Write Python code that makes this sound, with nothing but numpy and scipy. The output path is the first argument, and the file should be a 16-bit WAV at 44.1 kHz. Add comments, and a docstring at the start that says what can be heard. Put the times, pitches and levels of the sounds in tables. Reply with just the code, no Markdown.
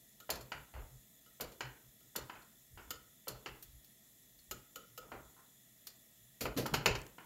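"""Knocks and clacks over a gas burner

Dull wood knocks, bright metal clacks and pot taps in a hard-walled kitchen, ending in a louder flurry.
Knocks are struck modes, a noise crack and a thud; clacks and taps are noise bursts with a ring.
Jolts make two low table modes boom; a burner under a pot hisses as shaped noise.
Each blow except the tiny dry ticks gets its own random echoes."""
import sys
import numpy as np
from scipy import signal
from scipy.fft import rfft, irfft
from scipy.io import wavfile
from scipy.ndimage import uniform_filter1d

SR = 44100
rng = np.random.default_rng(int(sys.argv[2]) if len(sys.argv) > 2 else 0)


def master_out(mix):
    """Clip the mix to full scale and print it as 16-bit PCM to the path in sys.argv[1]."""
    frames = np.transpose(np.atleast_2d(mix))
    ceiling = np.clip(frames, -1, 1)
    pcm = np.round(ceiling * 32767).astype(np.int16)
    wavfile.write(sys.argv[1], SR, pcm)


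N = 319725

# dull knocks: (time [s], level [dB], favoured region [about Hz], far fall-off [dB per half octave, below 0 = none],
#   relative thud level [dB], thud centre [Hz], crack t60 [s], shift above 3300 Hz [dB], echo level [dB])
KNOCKS = [(0.292, -28.5, 750, 4, -17.5, 500, 0.056, -3.5, -4),
          (0.518, -29, 950, 0.5, -26, 497, 0.063, -8, -5.5),
          (0.738, -43.5, 960, 4, -29, 463, 0.058, -2, 2.5),
          (0.763, -42.5, 990, 16, -16.5, 470, 0.035, -3.5, -0.5),
          (1.399, -37, 765, 4.5, -10.5, 495, 0.051, -3.5, 0.5),
          (1.606, -27.5, 2800, 1, -23.5, 467, 0.051, -3.5, -5),
          (2.154, -36.5, 1300, 6, -14.5, 475, 0.035, -5, -1.5),
          (2.296, -33.5, 990, 3.5, -28, 210, 0.05, -3.5, -6),
          (2.353, -45.5, 1410, 4, -38, 417, 0.055, -5, -0.5),
          (2.774, -41, 974, 1.5, -28, 339, 0.052, -9, 0),
          (3.271, -39, 860, 3.5, -9, 520, 0.039, -3.5, -0.5),
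          (3.459, -30.5, 990, 1, -24.5, 575, 0.064, -4.5, -5.5),
          (5.029, -52, 1260, 10, -10.5, 495, 0.035, -3.5, 1.5),
          (5.117, -34.5, 740, 4.5, -13, 490, 0.058, 0, -3), (5.365, -53.5, 1280, 15, -42, 205, 0.036, 9, 5),
          (6.454, -26, 845, 2.5, -9.5, 430, 0.085, -3.5, -9.5),
          (6.564, -40, 1010, -4, 1.5, 272, 0.25, 0, 0.5), (6.656, -28, 856, 7, -28, 480, 0.06, 12, -6.5),
          (6.729, -36.5, 703, 18, -0.5, 200, 0.025, 8, -5.5),
          (6.74, -17, 1310, 0.5, -22, 406, 0.051, -4.5, -9),
          (6.858, -11.5, 2910, 0.5, -17, 460, 0.053, -1.5, -7.5),
          (6.951, -28.5, 3120, 1.5, -14.5, 480, 0.073, -2, -11),
          (7.182, -40.5, 1270, 3.5, -16.5, 189, 0.05, -7, -4)]
# resonances of the knocked wood, before random spread: (frequency [Hz], width [Hz], level [dB])
WOOD_MODES = [(470, 110, -1), (987, 155, 4), (1333, 80, 1), (1680, 600, -36), (2600, 210, -20),
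              (2995, 130, 7.5), (4520, 580, -0.5), (5440, 230, -27), (6950, 110, 4)]
# spectrum of the wood crack: (frequency [Hz], relative level [dB per Hz])
WOOD_CRACK = [(180, -67), (300, -6), (1690, -3.5), (2500, -4), (3000, -4), (3350, -16), (4390, -3.5),
              (7130, -14), (8300, -26), (13500, -16.5), (15700, -24), (16500, -79)]
# bright clacks: (time [s], level [dB], relative low part [dB], burst t60 [s],
#   brightness [dB per octave], relative buzz [dB])
CLACKS = [(0.3019, -18.5, -21.5, 0.044, 0.5, -18), (0.3548, -37, -8.5, 0.061, -1, -18),
          (0.408, -43, -32, 0.086, 0.5, -12), (1.4078, -24.5, -21.5, 0.054, 1.3, -20.5),
          (1.5187, -47.5, -11, 0.092, -1, -17), (2.16, -19.5, -20, 0.036, 0.3, -20.5),
          (2.419, -52, -36, 0.055, -1, -12), (3.2804, -25, -30, 0.053, 0.9, -18),
          (3.6242, -37.5, -35, 0.077, 4.2, -29), (3.844, -46, -32, 0.055, 3, -36),
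          (4.3885, -52, -36, 0.081, 2, -11), (5.8689, -31, -33, 0.049, 1.5, -19),
          (6.4075, -27.5, -2, 0.15, -0.5, -19), (6.4533, -40.5, -10, 0.066, 7, -7),
          (6.5723, -28.5, 1.5, 0.2, -1.5, -20), (6.6196, -34, -5, 0.06, -5.5, -27),
          (6.6613, -25.5, -18, 0.046, -1.5, -27), (6.7366, -26.5, -15, 0.13, -1.5, -12)]
# spectrum of the clack burst: (frequency [Hz], relative level [dB per Hz])
CLACK_COLOUR = [(880, -7), (1500, -5.5), (2150, -9), (2430, -4.5), (3970, -5.5), (4300, -0.5), (5640, -4.5),
                (7320, -6), (8170, -12.5), (13500, -1), (15500, -10.5), (16500, -38)]
# resonances of the loose metal: (frequency [Hz], width [Hz], t60 [s])
LOOSE_METAL = [(4310, 300, 0.099), (7130, 210, 0.088)]
# taps on the pot: (time [s], level [dB], relative ring [dB], relative low part [dB])
TAPS = [(0.2016, -42, -19, -18), (1.261, -53.5, -13, -16), (2.0052, -56, -19, -13),
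        (2.906, -26.5, -20.5, -24), (4.511, -27.5, -21.5, -17.5), (4.7581, -35, -16, -14),
        (4.9766, -34, -16.5, -17.5)]
# spectrum of the tap click: (frequency [Hz], relative level [dB per Hz])
TAP_COLOUR = [(880, -8.5), (1500, -9), (1660, -9.5), (2630, -7.5), (2970, -1), (3280, -6.5), (5260, -6.5),
              (5750, -15), (6960, 0), (8860, -19), (13800, -1), (15900, -19), (16500, -41)]
# ring of the pot: (frequency [Hz], relative level [dB], t60 [s])
POT_MODES = [(484, -9, .14), (1287, 0, .1), (1410, -2, .11), (2930, 3, .03), (3020, 1, .035)]
# tiny dry ticks: (time [s], level [dB])
TICKS = [(6.9894, -41), (7.017, -37), (7.066, -38)]
# jolts that reach the table: (start [s], lowest mode swell [dB], second mode swell [dB])
JOLTS = [(0.295, -53, -67), (0.52, -57.5, -56.5), (0.726, -47, -57.5), (0.8, -59, -63), (0.38, -64, -58),
         (0.899, -63, -62.5), (1.4, -59, -62), (1.62, -60, -54), (1.819, -71, -67.5), (2.02, -80, -74),
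         (2.16, -56.5, -58.5), (2.33, -71, -76), (2.7, -53, -63.5), (2.82, -58, -72), (2.9, -82, -68),
         (3.05, -86, -73), (3.27, -57, -58), (3.46, -59.5, -59.5), (3.62, -64, -67), (3.69, -60.5, -69.5),
         (4.33, -73, -86), (4.465, -61, -65), (4.52, -75, -62), (4.89, -83, -66), (4.99, -70, -70),
         (5.11, -57, -68), (5.19, -63, -66), (6.17, -86, -68.5), (6.25, -80, -69), (6.41, -45.5, -46),
         (6.55, -56, -40), (6.65, -58, -61), (6.71, -46, -39.5), (6.84, -41, -37), (6.91, -48, -49),
         (6.97, -58, -66)]
# table modes: (frequency [Hz], width [Hz])
TABLE_MODES = [(51, 40), (127, 20.4)]
# delay from jolt to peak: one per table mode [s]
SWELL_S = [0.052, 0.046]
# swell exponent, higher = quicker rise and fall: one per table mode [-]
SWELL_STEEPNESS = [2.84, 2.12]
# floor under the swells: one per table mode [dB]
REST_DB = [-82.5, -79]
# burner hiss, cut off above the last point: (frequency [Hz], relative level [dB per Hz])
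FLAME_COLOUR = [(55, -25), (90, -5.5), (150, 1), (210, 6.5), (320, -2.5), (1520, -19), (1920, -13),
                (3520, -11.5), (4620, -12), (6960, -10), (8800, -12.5), (13500, -9.5), (15800, -13.5)]
# humps in the hiss spectrum: (frequency [Hz], width [Hz], nominal height relative to hiss [dB])
HISS_HUMPS = [(660, 60, 6), (1290, 60, 5), (1740, 60, 5), (1900, 200, 9), (3450, 250, 9), (3950, 120, 3),
              (5400, 60, 5), (6250, 250, 3), (6900, 90, 11), (7110, 90, 11), (7650, 200, 7), (8350, 120, 6),
              (9150, 80, 3), (11000, 380, 10), (12130, 220, 9), (13020, 120, 6), (12600, 300, 3),
              (13720, 500, 8), (14600, 350, 3), (15650, 160, 6)]
# echo decay: (frequency [Hz], t60 [s])
ROOM_T60 = [(200, 0.71), (500, 0.43), (1500, .42), (4000, 0.29), (8000, 0.22), (14000, 0.14)]

WOOD_BLUR_BINS, POT_BLUR_BINS = 140, 50  # spectral lines over which echoes even out a blow's colour
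FLAME_DB, CLACK_RISE_S, EDGE_HZ = -65, 0.0015, 16600


def gain_of(db):
    """Decibels to amplitude."""
    return 10 ** (np.asarray(db) / 20)


def evened(x):
    """Scales to rms 1."""
    return x / np.sqrt(np.mean(x ** 2) + 1e-20)


def read(points, hz):
    """Interpolates a curve linearly over log frequency."""
    point_hz, value = np.transpose(points)
    return np.interp(np.log(hz + 1), np.log(point_hz + 1), value)


def add(mix, start_s, sound):
    """Adds a sound at start_s, cut at the end of the mix."""
    part = mix[round(start_s * SR):][:len(sound)]
    part += sound[:len(part)]


def noise(gain, count):
    """Gaussian noise of rms 1 shaped by gain(hz)."""
    spectrum = rfft(rng.standard_normal(count))
    return evened(irfft(spectrum * gain(np.fft.rfftfreq(count, 1 / SR)), count))


def band(centre_hz, width_hz):
    """Gain of one resonance."""
    return lambda hz: 1 / (1 + (2 * (hz - centre_hz) / width_hz) ** 2)


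def low_body(centre_hz, width_hz):
    """Gain of a broad low resonance that stops short above about 600 Hz."""
    def gain(hz):
        body = band(centre_hz, width_hz)(hz) + 0.79
        bass_cut = hz ** 2 / (hz ** 2 + 140 ** 2)
        return body / (1 + (hz / 620) ** 10) * bass_cut
    return gain


def knock(level_db, top_hz, fall_db, thud_db, thud_hz, t60_s, edge_db):
    """Wood modes struck at once, a crack of noise and a slower low thud."""
    def spot_db(hz):
        # spot and hardness of the blow favour one region
        octaves = np.log2((hz + 50) / top_hz)
        fall = max(fall_db, 0) * (np.sqrt(1 + 4 * octaves ** 2) - 1)
        return edge_db / (1 + (3300 / (hz + 1)) ** 12) - fall

    t = np.maximum(np.arange(8192) / SR - 0.001, 0)  # knock starts 1 ms after its listed time

    hz, width_hz, mode_db = np.transpose(WOOD_MODES)[:, :, None]
    level_spread, pitch_spread = rng.standard_normal((2, len(WOOD_MODES), 1))  # no two blows alike
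    mode_gain = gain_of(mode_db + spot_db(hz) + 1.7 * level_spread)
    modes = np.sin(2 * np.pi * hz * (1 + 0.012 * pitch_spread) * t)
    ring = (mode_gain * np.exp(-np.pi * width_hz * t) * modes).sum(0)

    crack = noise(lambda f: gain_of(read(WOOD_CRACK, f) + spot_db(f)), count=len(t))
    crack = crack * gain_of(-60 * t / t60_s) * (1 - np.exp(-t / 0.0014))

    push = gain_of(10 - 60 * t / 0.025) * np.sin(2 * np.pi * thud_hz * t)  # first flex of the board
    thud = noise(low_body(thud_hz, 140), count=len(t))
    thud = thud * gain_of(-60 * t / 0.22) * (1 - np.exp(-t / 0.004))
    thud = gain_of(thud_db) * (thud - push)

    ring = ring / abs(ring).max()
    return gain_of(level_db) * (gain_of(-3.0) * ring + gain_of(-7.0) * crack + gain_of(-4.0) * thud)


def clack(level_db, low_db, t60_s, bright_db, buzz_db):
    """Loose metal jolted by a blow: a burst and a brief buzz of decaying noise bands."""
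    t = np.arange(8192) / SR
    buzz = sum(gain_of(-60 * t / buzz_t60_s) * noise(band(hz, width_hz), count=len(t))
               for hz, width_hz, buzz_t60_s in LOOSE_METAL)
    buzz = gain_of(buzz_db - 5.5) * buzz * (1 - np.exp(-t / CLACK_RISE_S))
    return gain_of(level_db) * (rattle(CLACK_COLOUR, bright_db, low_db, t60_s, CLACK_RISE_S) + buzz)


def tap(level_db, ring_db, low_db):
    """A click on the wall of the pot and its water-damped modes."""
    t = np.arange(8192) / SR
    ring = sum(gain_of(mode_db - 60 * t / t60_s) * np.sin(2 * np.pi * (hz * t + rng.random()))
               for hz, mode_db, t60_s in POT_MODES)
    ring = gain_of(ring_db + 6.5) * ring * (1 - np.exp(-t / 0.0065))
    click = rattle(TAP_COLOUR, bright_db=0, low_db=low_db + 1.5, t60_s=0.056, rise_s=0.0003)
    return gain_of(level_db) * (click + ring)


def rattle(colour, bright_db, low_db, t60_s, rise_s):
    """A noise burst of treble over a short low knock."""
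    t = np.arange(8192) / SR

    def burst_gain(hz):
        return gain_of(read(colour, hz) + bright_db * np.log2((hz + 50) / 7000))

    burst = noise(burst_gain, count=len(t))
    burst = gain_of(-8.5) * burst * gain_of(-60 * t / t60_s) * (1 - np.exp(-t / rise_s))
    low = noise(low_body(530, 330), count=len(t))
    low = low * gain_of(low_db - 6.5 - 60 * t / 0.19) * (1 - np.exp(-t / 0.0071))
    return burst + low


def tick(level_db):
    """A snap of broad treble noise, over in a few milliseconds."""
    t = np.arange(1024) / SR
    return gain_of(level_db - 8.5 - 60 * t / 0.01) * noise(band(6400, 11000), count=len(t))


def table():
    """Two low modes, swelling and dying after each jolt, their pitch wavering as they are shaken."""
    start_s, *swells_db = np.transpose(JOLTS)
    t = np.arange(0, N, 32) / SR  # coarse envelope grid
    out = 0
    for swell_db, mode, swell_s, steepness, rest_db in zip(
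            swells_db, TABLE_MODES, SWELL_S, SWELL_STEEPNESS, REST_DB):
        u = np.maximum(t - start_s[:, None], 0) / swell_s
        swells = gain_of(swell_db)[:, None] * (u * np.exp(1 - u)) ** steepness
        envelope = np.sqrt((swells ** 2).sum(0) + gain_of(rest_db) ** 2)
        level = np.interp(np.arange(N) / SR, t, envelope)
        shake = signal.hilbert(noise(band(*mode), count=N + 275))[:N]
        steadied = (shake / (abs(shake) + 0.27) ** 0.31).real  # milder random level swings
        out = out + level * evened(steadied)
    return out


def flame():
    """Noise hiss with spectral humps, fluttering slightly in time-frequency patches."""
    def colour(hz):
        humps = sum(gain_of(hump_db) * band(hump_hz, width_hz)(hz) for hump_hz, width_hz, hump_db in HISS_HUMPS)
        return gain_of(read(FLAME_COLOUR, hz)) * (1 + 1.01 * humps) * (hz < FLAME_COLOUR[-1][0])

    _, _, spectrum = signal.stft(noise(colour, count=N), SR, nperseg=512)
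    patches = uniform_filter1d(rng.standard_normal(spectrum.shape), 8, 0)
    patches = evened(uniform_filter1d(patches, 10, 1))
    hiss = signal.istft(spectrum * gain_of(0.93 * patches), SR, nperseg=512)[1][:N]
    return gain_of(FLAME_DB) * evened(hiss)


def room(blow, blur_bins):
    """Sparse echoes of random sign in the colour of the blow, each band dying at its own speed."""
    echoes = np.zeros(32768)
    at = np.arange(200, 22000, 20)
    build_up = 1 - np.exp(-at / SR / 0.0097)
    echoes[at + rng.integers(0, 20, len(at))] = rng.choice([-1., 1.], len(at)) * build_up
    clumps = evened(uniform_filter1d(rng.standard_normal(len(echoes)), size=300))
    echoes = echoes * gain_of(1.54 * clumps)  # near walls return the sound in uneven bunches

    hz, t, spectrum = signal.stft(echoes, SR, nperseg=256)
    decay = gain_of(-60 * t / read(ROOM_T60, hz)[:, None])
    tail = signal.istft(spectrum * decay, SR, nperseg=256)[1][:len(echoes)]

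    # many paths blur the fine spectrum
    power = abs(rfft(blow, len(echoes))) ** 2
    colour = np.sqrt(abs(uniform_filter1d(power, size=blur_bins)))
    return irfft(rfft(tail / np.linalg.norm(tail)) * colour, len(echoes))[:24000]


def scene():
    """Blows with their own echoes, and dry ticks, over boom and hiss."""
    mix = table() + flame()
    blows = [(s, knock(*row), echo_db, WOOD_BLUR_BINS) for s, *row, echo_db in KNOCKS]
    blows += [(s, clack(*row), -8.0, WOOD_BLUR_BINS) for s, *row in CLACKS]
    blows += [(s, tap(*row), -9.0, POT_BLUR_BINS) for s, *row in TAPS]
    for start_s, blow, echo_db, blur_bins in blows:
        add(mix, start_s, blow)
        add(mix, start_s, gain_of(echo_db) * room(blow, blur_bins))
    for start_s, level_db in TICKS:
        add(mix, start_s, tick(level_db))
    return mix[None]


def record(dry):
    """The microphone loses the deepest bass; then the recorder limits the band at EDGE_HZ."""
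    thinned = signal.sosfilt(signal.butter(2, 32, "high", fs=SR, output="sos"), dry)
    lowpass = signal.firwin(511, EDGE_HZ, window=("kaiser", 9), fs=SR)
    return signal.oaconvolve(thinned, lowpass[None], "same")


dry = scene()
out = record(dry)
master_out(out)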